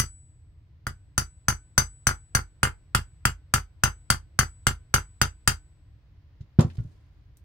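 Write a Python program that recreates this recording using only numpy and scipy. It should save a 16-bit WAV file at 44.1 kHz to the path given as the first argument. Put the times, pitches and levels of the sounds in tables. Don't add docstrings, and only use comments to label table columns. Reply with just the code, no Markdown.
import sys
import numpy as np
from scipy import signal
from scipy.fft import rfft, irfft, next_fast_len
from scipy.io import wavfile
from scipy.ndimage import uniform_filter1d

SR = 44100
rng = np.random.default_rng(int(sys.argv[2]) if len(sys.argv) > 2 else 0)


def master(y):
    cut = np.clip(np.atleast_2d(y).T, -1, 1)
    pcm = np.round(cut * 32767)
    wavfile.write(sys.argv[1], SR, pcm.astype(np.int16))


N = 328104


def amp(db):
    return 10 ** (np.asarray(db) / 20)


def value_at(points, hz):
    row_hz, value = np.transpose(points)
    return np.interp(np.log(hz + 1), np.log(row_hz + 1), value)


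def add(mix, start_s, sound):
    start = round(start_s * SR)
    sound = sound[..., max(-start, 0):]
    part = mix[:, max(start, 0):][:, :sound.shape[-1]]
    part += sound[..., :part.shape[1]]


def coloured(sound, spectrum):
    size = sound.shape[-1]
    gain = amp(value_at(spectrum, np.fft.rfftfreq(size, 1 / SR)))
    return irfft(rfft(sound) * gain / np.sqrt(np.mean(gain ** 2)), size)


def ring(tones, right_lag_s=0., detune=0., phase_spread=0., start_phase=0.):
    t = np.arange(SR) / SR - np.array([[0], [right_lag_s]])
    out = np.zeros((2, SR))
    for pitch_hz, level_db, fade_s in tones:
        age = t[:, :int(1.5 * fade_s * SR)]
        hz = pitch_hz * (1 + detune * rng.standard_normal())
        phase = start_phase + phase_spread * rng.standard_normal((2, 1))
        out[:, :age.shape[1]] += amp(level_db - 60 * age / fade_s) * np.sin(2 * np.pi * hz * age + phase)
    return out * (t >= 0)


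def strike(level_db, skid_db):
    # pitch_hz, level_db, fade_s
    jaw_tones = [(440, -36, .04), (861, -32.5, 0.036), (1040, -29.5, 0.03), (1290, -22.5, 0.018),
                 (1399, -21.5, 0.067), (1488, 0, .0062), (1413, -26.5, 0.028), (1680, -27, 0.039),
                 (1770, -27, .03), (2052, -24.5, 0.056)]
    build_up = 1 - np.exp(-np.arange(SR) / SR / 0.00041)
    clack = build_up * ring(jaw_tones, right_lag_s=0.000099, detune=0.019, phase_spread=0.5)
    return amp(level_db) * (amp(-0.091 * skid_db) * clack + amp(6 + skid_db) * chatter())


def chatter(rise_s=0.0002, fade_s=0.025):
    # pitch_hz, level_db
    spectrum = [(300, -21), (650, -24), (1500, -2), (2450, -6), (3100, -4), (4000, -12), (4800, 2.5),
                (5400, -9), (6300, -6), (8500, 0), (9800, -2), (11200, -9.5), (12600, -10), (15600, -11.5)]
    t = np.arange(SR) / SR
    envelope = amp(-60 * t / fade_s) * (1 - np.exp(-t / rise_s))
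    burst = coloured(rng.standard_normal((2, SR)) * envelope, spectrum) * (t < .5)
    return burst / np.linalg.norm(burst, axis=1, keepdims=True)


def punch_ring():
    # pitch_hz, level_db, fade_s
    tones = [(4500, -37.5, .04), (4690, -32.5, 0.081), (4860, -31.5, 0.091), (5670, -33, 0.035),
             (5980, -30.5, 0.083), (6118, -29, .11), (6140, -20, 0.042), (6327, -25.5, 0.058),
             (9350, -29, 0.041), (10400, -35, 0.1), (12620, -30.5, 0.051)]
    return ring(tones, detune=0.0015, phase_spread=1.7)


def workpiece_ring(start_s, seated_s=2.5, unseated_db=-11.5):
    # pitch_hz, level_db, fade_s
    tones = [(2530, -32.5, .03), (2760, -27, 0.055), (2930, -29, 0.077), (3180, -27.5, 0.06),
             (3320, -30.5, 0.032), (3670, -34, 0.023), (7520, -28, 0.098), (8780, -27, 0.051)]
    return amp(unseated_db * (start_s < seated_s)) * ring(tones, detune=.004, phase_spread=1.7)


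def head_ring(pitch_hz=7899, level_db=-48, fade_s=0.73, lift_s=0.048):
    swell = 1 - np.exp(-np.arange(SR) / SR / lift_s)
    return swell * ring([(pitch_hz, level_db, fade_s)], right_lag_s=.00002)


def vice_rocking():
    # pitch_hz, level_db, fade_s
    tones = [(48.8, -27.5, 0.3), (79.4, -24.5, 0.23), (118.6, -14, .09), (195.8, -28, 0.12),
             (338, -33.5, .05), (1513, -46.5, 0.38), (2140, -64, .17), (2285, -62.5, 0.34),
             (3065, -68.5, 0.5)]
    return ring(tones, right_lag_s=.00005, detune=.001, phase_spread=0.22)


def bounces(level_db, swing_s=0.021, fall_db=6.5):
    out = np.zeros((2, SR))
    gap_s = swing_s * (1 + 0.016 * rng.standard_normal())
    for k in range(2):
        add(out, (k + 1) * gap_s, strike(level_db - k * fall_db, skid_db=-11.5))
    return out


def spread_sideways(steel):
    # pitch_hz, left_minus_right_db
    balance = [(600, -2), (1400, 4), (2400, -3.5), (3200, 4), (4800, 5), (6100, 5.5), (7700, 2),
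               (9400, -2.5), (11000, -2.5), (12600, 6.5), (15500, 0)]
    size = next_fast_len(N + SR, real=True)
    half_db = value_at(balance, np.fft.rfftfreq(size, 1 / SR)) / 2
    return irfft(rfft(steel, size) * amp([half_db, -half_db]), size)[:, :N]


def tapping(rock_s=.003, drop_s=.041, drop_db=-10.5):
    # start_s, level_db, skid_db, punch_db, head_db, bounce_db (the last three are added to
    # level_db; skid_db trades clack for chatter)
    taps = [(-.001, -3.5, 1.5, 3.5, 14, -20.5), (.868, -10.5, -5, -9, -0.5, -36.5),
            (1.179, -4, 2, 4.5, 6, -17.5), (1.4835, -1.5, -1.5, 3, 3, -15), (1.779, 0, 1, 6.5, 9.5, -11.5),
            (2.0694, -1, 1, 2.5, 5.5, -7), (2.3499, -1, 0, -0.5, -4, -11),
            (2.6312, -0.5, -1.5, -8.5, -6, -6.5), (2.9489, -0.5, -1, -11, -2, -19.5),
            (3.2533, -0.5, -1, -7, -16.5, -17.5), (3.5389, -0.5, 2, 0.5, -14.5, -11),
            (3.8363, 0, -1, 1.5, 1.5, -9), (4.1023, -1, 3, -4.5, -12.5, -12.5),
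            (4.39, 0.5, -0.5, 0.5, 4.5, -9.5), (4.6684, 0, -0.5, -5, -7.5, -15.5),
            (4.9406, 0, .5, 1, 3, -8.5), (5.215, -.5, -1, -1, -2.5, -12.5), (5.4759, -.5, 5, 1, -2, -13.5)]
    steel, head, thump = np.zeros((3, 2, N))
    for start_s, level_db, skid_db, punch_db, head_db, bounce_db in taps:
        add(steel, start_s, strike(level_db, skid_db) + bounces(level_db + bounce_db))
        add(steel, start_s, amp(level_db + punch_db) * punch_ring())
        add(steel, start_s, amp(level_db) * workpiece_ring(start_s))
        head[:, max(round(start_s * SR), 0):] = 0
        add(head, start_s, amp(level_db + head_db) * head_ring())
        rocking = amp(level_db) * vice_rocking()
        add(thump, start_s + rock_s, rocking)
        add(thump, start_s + drop_s, amp(drop_db) * rocking)
    head_and_thump = head * amp([[0], [-5]]) + thump * amp([[-.6], [.6]])
    return spread_sideways(steel), head_and_thump


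def low_part(sound):
    return signal.sosfiltfilt(signal.butter(2, 400, fs=SR, output="sos"), sound)


def room_echo(sound, near_db=-27.5, near_fade_s=.04, walls_db=-27):
    # pitch_hz, fade_s
    wall_fades = [(200, .17), (530, .15), (1400, .135), (3700, .135), (9700, .125), (16000, .105)]
    # pitch_hz, level_db
    spectrum = [(60, -9.5), (200, -3.5), (450, 7.5), (660, -7), (850, 2.5), (1500, -5.5), (3000, -1),
                (6000, -1), (10000, -5), (16000, -2)]
    size = SR // 2
    hz, t, noise = signal.stft(rng.standard_normal((2, size)), SR, nperseg=256)
    near = amp(near_db - 60 * t / near_fade_s)
    walls = amp(walls_db - 60 * t / value_at(wall_fades, hz)[:, None])
    colour = amp(value_at(spectrum, hz))[:, None]
    tail = signal.istft(noise * np.hypot(walls, near) * colour, SR, nperseg=256)[1][:, :size]
    tail *= np.arange(size) / SR > .0018
    tail[1] += low_part(tail[0] - tail[1])
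    return signal.oaconvolve(sound, tail, axes=1)[:, :N]


def blended_echoes(sound, count=3, blend_hz=0.452):
    turn = 2 * np.pi * np.arange(N) / SR * blend_hz
    shares = [np.cos(turn + np.pi * k / count) * np.sqrt(2 / count) for k in range(count)]
    return sum(room_echo(sound * share) for share in shares)


def background(level_db=-52.5):
    # pitch_hz, level_db
    spectrum = [(12, -25.5), (20, -9), (85, 2), (125, -6), (234, -29), (301, -22.5), (357, -30),
                (750, -33.5), (923, -36), (1000, -32), (1120, -36.5), (2080, -36.5), (2260, -38.5),
                (4800, -44), (9140, -63), (16000, -56)]
    # pitch_hz, likeness (1 means the same)
    side_likeness = [(30, 0.98), (150, 0.95), (400, 1), (1000, 0.26), (3000, 0.034)]
    # time_s, level_db
    air_levels = [(0, -7.5), (0.798, -4), (2.998, -2), (5.4, -1.5), (5.801, -2.5), (7, 0), (7.44, -2.5)]
    left, other = rfft(rng.standard_normal((2, N)))
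    likeness = value_at(side_likeness, np.fft.rfftfreq(N, 1 / SR))
    right = likeness * left + np.sqrt(1 - likeness ** 2) * other
    noise = amp(level_db) * coloured(irfft([left, right], N), spectrum)
    rumble = low_part(noise)
    air_db = np.interp(np.arange(N) / SR, *np.transpose(air_levels))
    return rumble + (noise - rumble) * amp(air_db)


def bench_knocks():
    # start_s, level_db, contact_s
    landings = [(6.406, -19.5, 0.0074), (6.588, 0.5, 0.00304), (6.647, -13, 0.0039), (6.782, -10, 0.00704),
                (6.798, -11, 0.00698), (6.848, -19, 0.0067)]
    # pitch_hz, level_db, fade_s
    tones = [(85.7, -25, 0.48), (116.7, -14.5, 0.12), (140.8, 1.5, 0.024), (207, -7.5, 0.078),
             (345, -7.5, 0.075), (600, -9.5, 0.11), (1060, -28, 0.059), (1420, 6, 0.065)]
    out = np.zeros((2, N))
    t = np.arange(SR // 8) / SR
    for start_s, level_db, contact_s in landings:
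        push = np.sin(np.pi * np.minimum(t / contact_s, 1))
        bench = ring(tones, phase_spread=0.18, start_phase=np.pi / 2)
        add(out, start_s, amp(level_db) * signal.fftconvolve(bench, push[None] / push.sum(), axes=1))
    return out


def tool_clicks():
    # start_s, level_db, pitch_hz, fade_s
    clicks = [(6.409, -55, 3500, 0.054), (6.591, -11, 770, 0.14), (6.593, -22.5, 3030, 0.03),
              (6.607, -27.5, 5950, 0.034), (6.700, -43, 2380, 0.057), (6.77, -45, 3240, 0.015),
              (6.787, -40, 1390, 0.028), (7.371, -46, 12000, 0.0076)]
    out = np.zeros((2, N))
    t = np.arange(SR // 8) / SR
    for start_s, level_db, pitch_hz, fade_s in clicks:
        band = signal.butter(2, [pitch_hz * .5, min(pitch_hz * 1.5, .45 * SR)], "band", fs=SR)
        noise = signal.lfilter(*band, rng.standard_normal((2, len(t))))
        add(out, start_s, amp(level_db - 60 * t / fade_s) * noise)
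    return out


def mat_rustle(start_s=6.66, rise_s=0.016, fade_s=1.2, level_db=-56.5, grain_db=3):
    # pitch_hz, level_db
    spectrum = [(60, -10), (200, 15.5), (600, 0.5), (1500, -10), (2800, -14), (4500, -9.5), (9000, -16),
                (16000, -31)]
    t = np.arange(SR) / SR
    grains = uniform_filter1d(rng.standard_normal(SR), size=300)
    flicker_db = grain_db * grains / grains.std()
    envelope = (1 - np.exp(-t / rise_s)) * amp(level_db - 60 * t / fade_s + flicker_db)
    out = np.zeros((2, N))
    add(out, start_s, envelope * coloured(rng.standard_normal((2, SR)), spectrum))
    return out


def scene():
    steel, head_and_thump = tapping()
    knocks, clicks, rustle = bench_knocks(), tool_clicks(), mat_rustle()
    echoes = blended_echoes(steel + clicks + amp(-4) * knocks)
    return steel + head_and_thump + knocks + clicks + rustle + echoes + background()


def record(dry, lowest_hz=28, highest_hz=16000):
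    sound = signal.sosfilt(signal.butter(2, lowest_hz, "high", fs=SR, output="sos"), dry)
    low_pass = signal.firwin(151, highest_hz, window=("kaiser", 8), fs=SR)
    return signal.oaconvolve(np.clip(sound, -1, 1), low_pass[None], "same", axes=1)


dry = scene()
out = record(dry)
master(out)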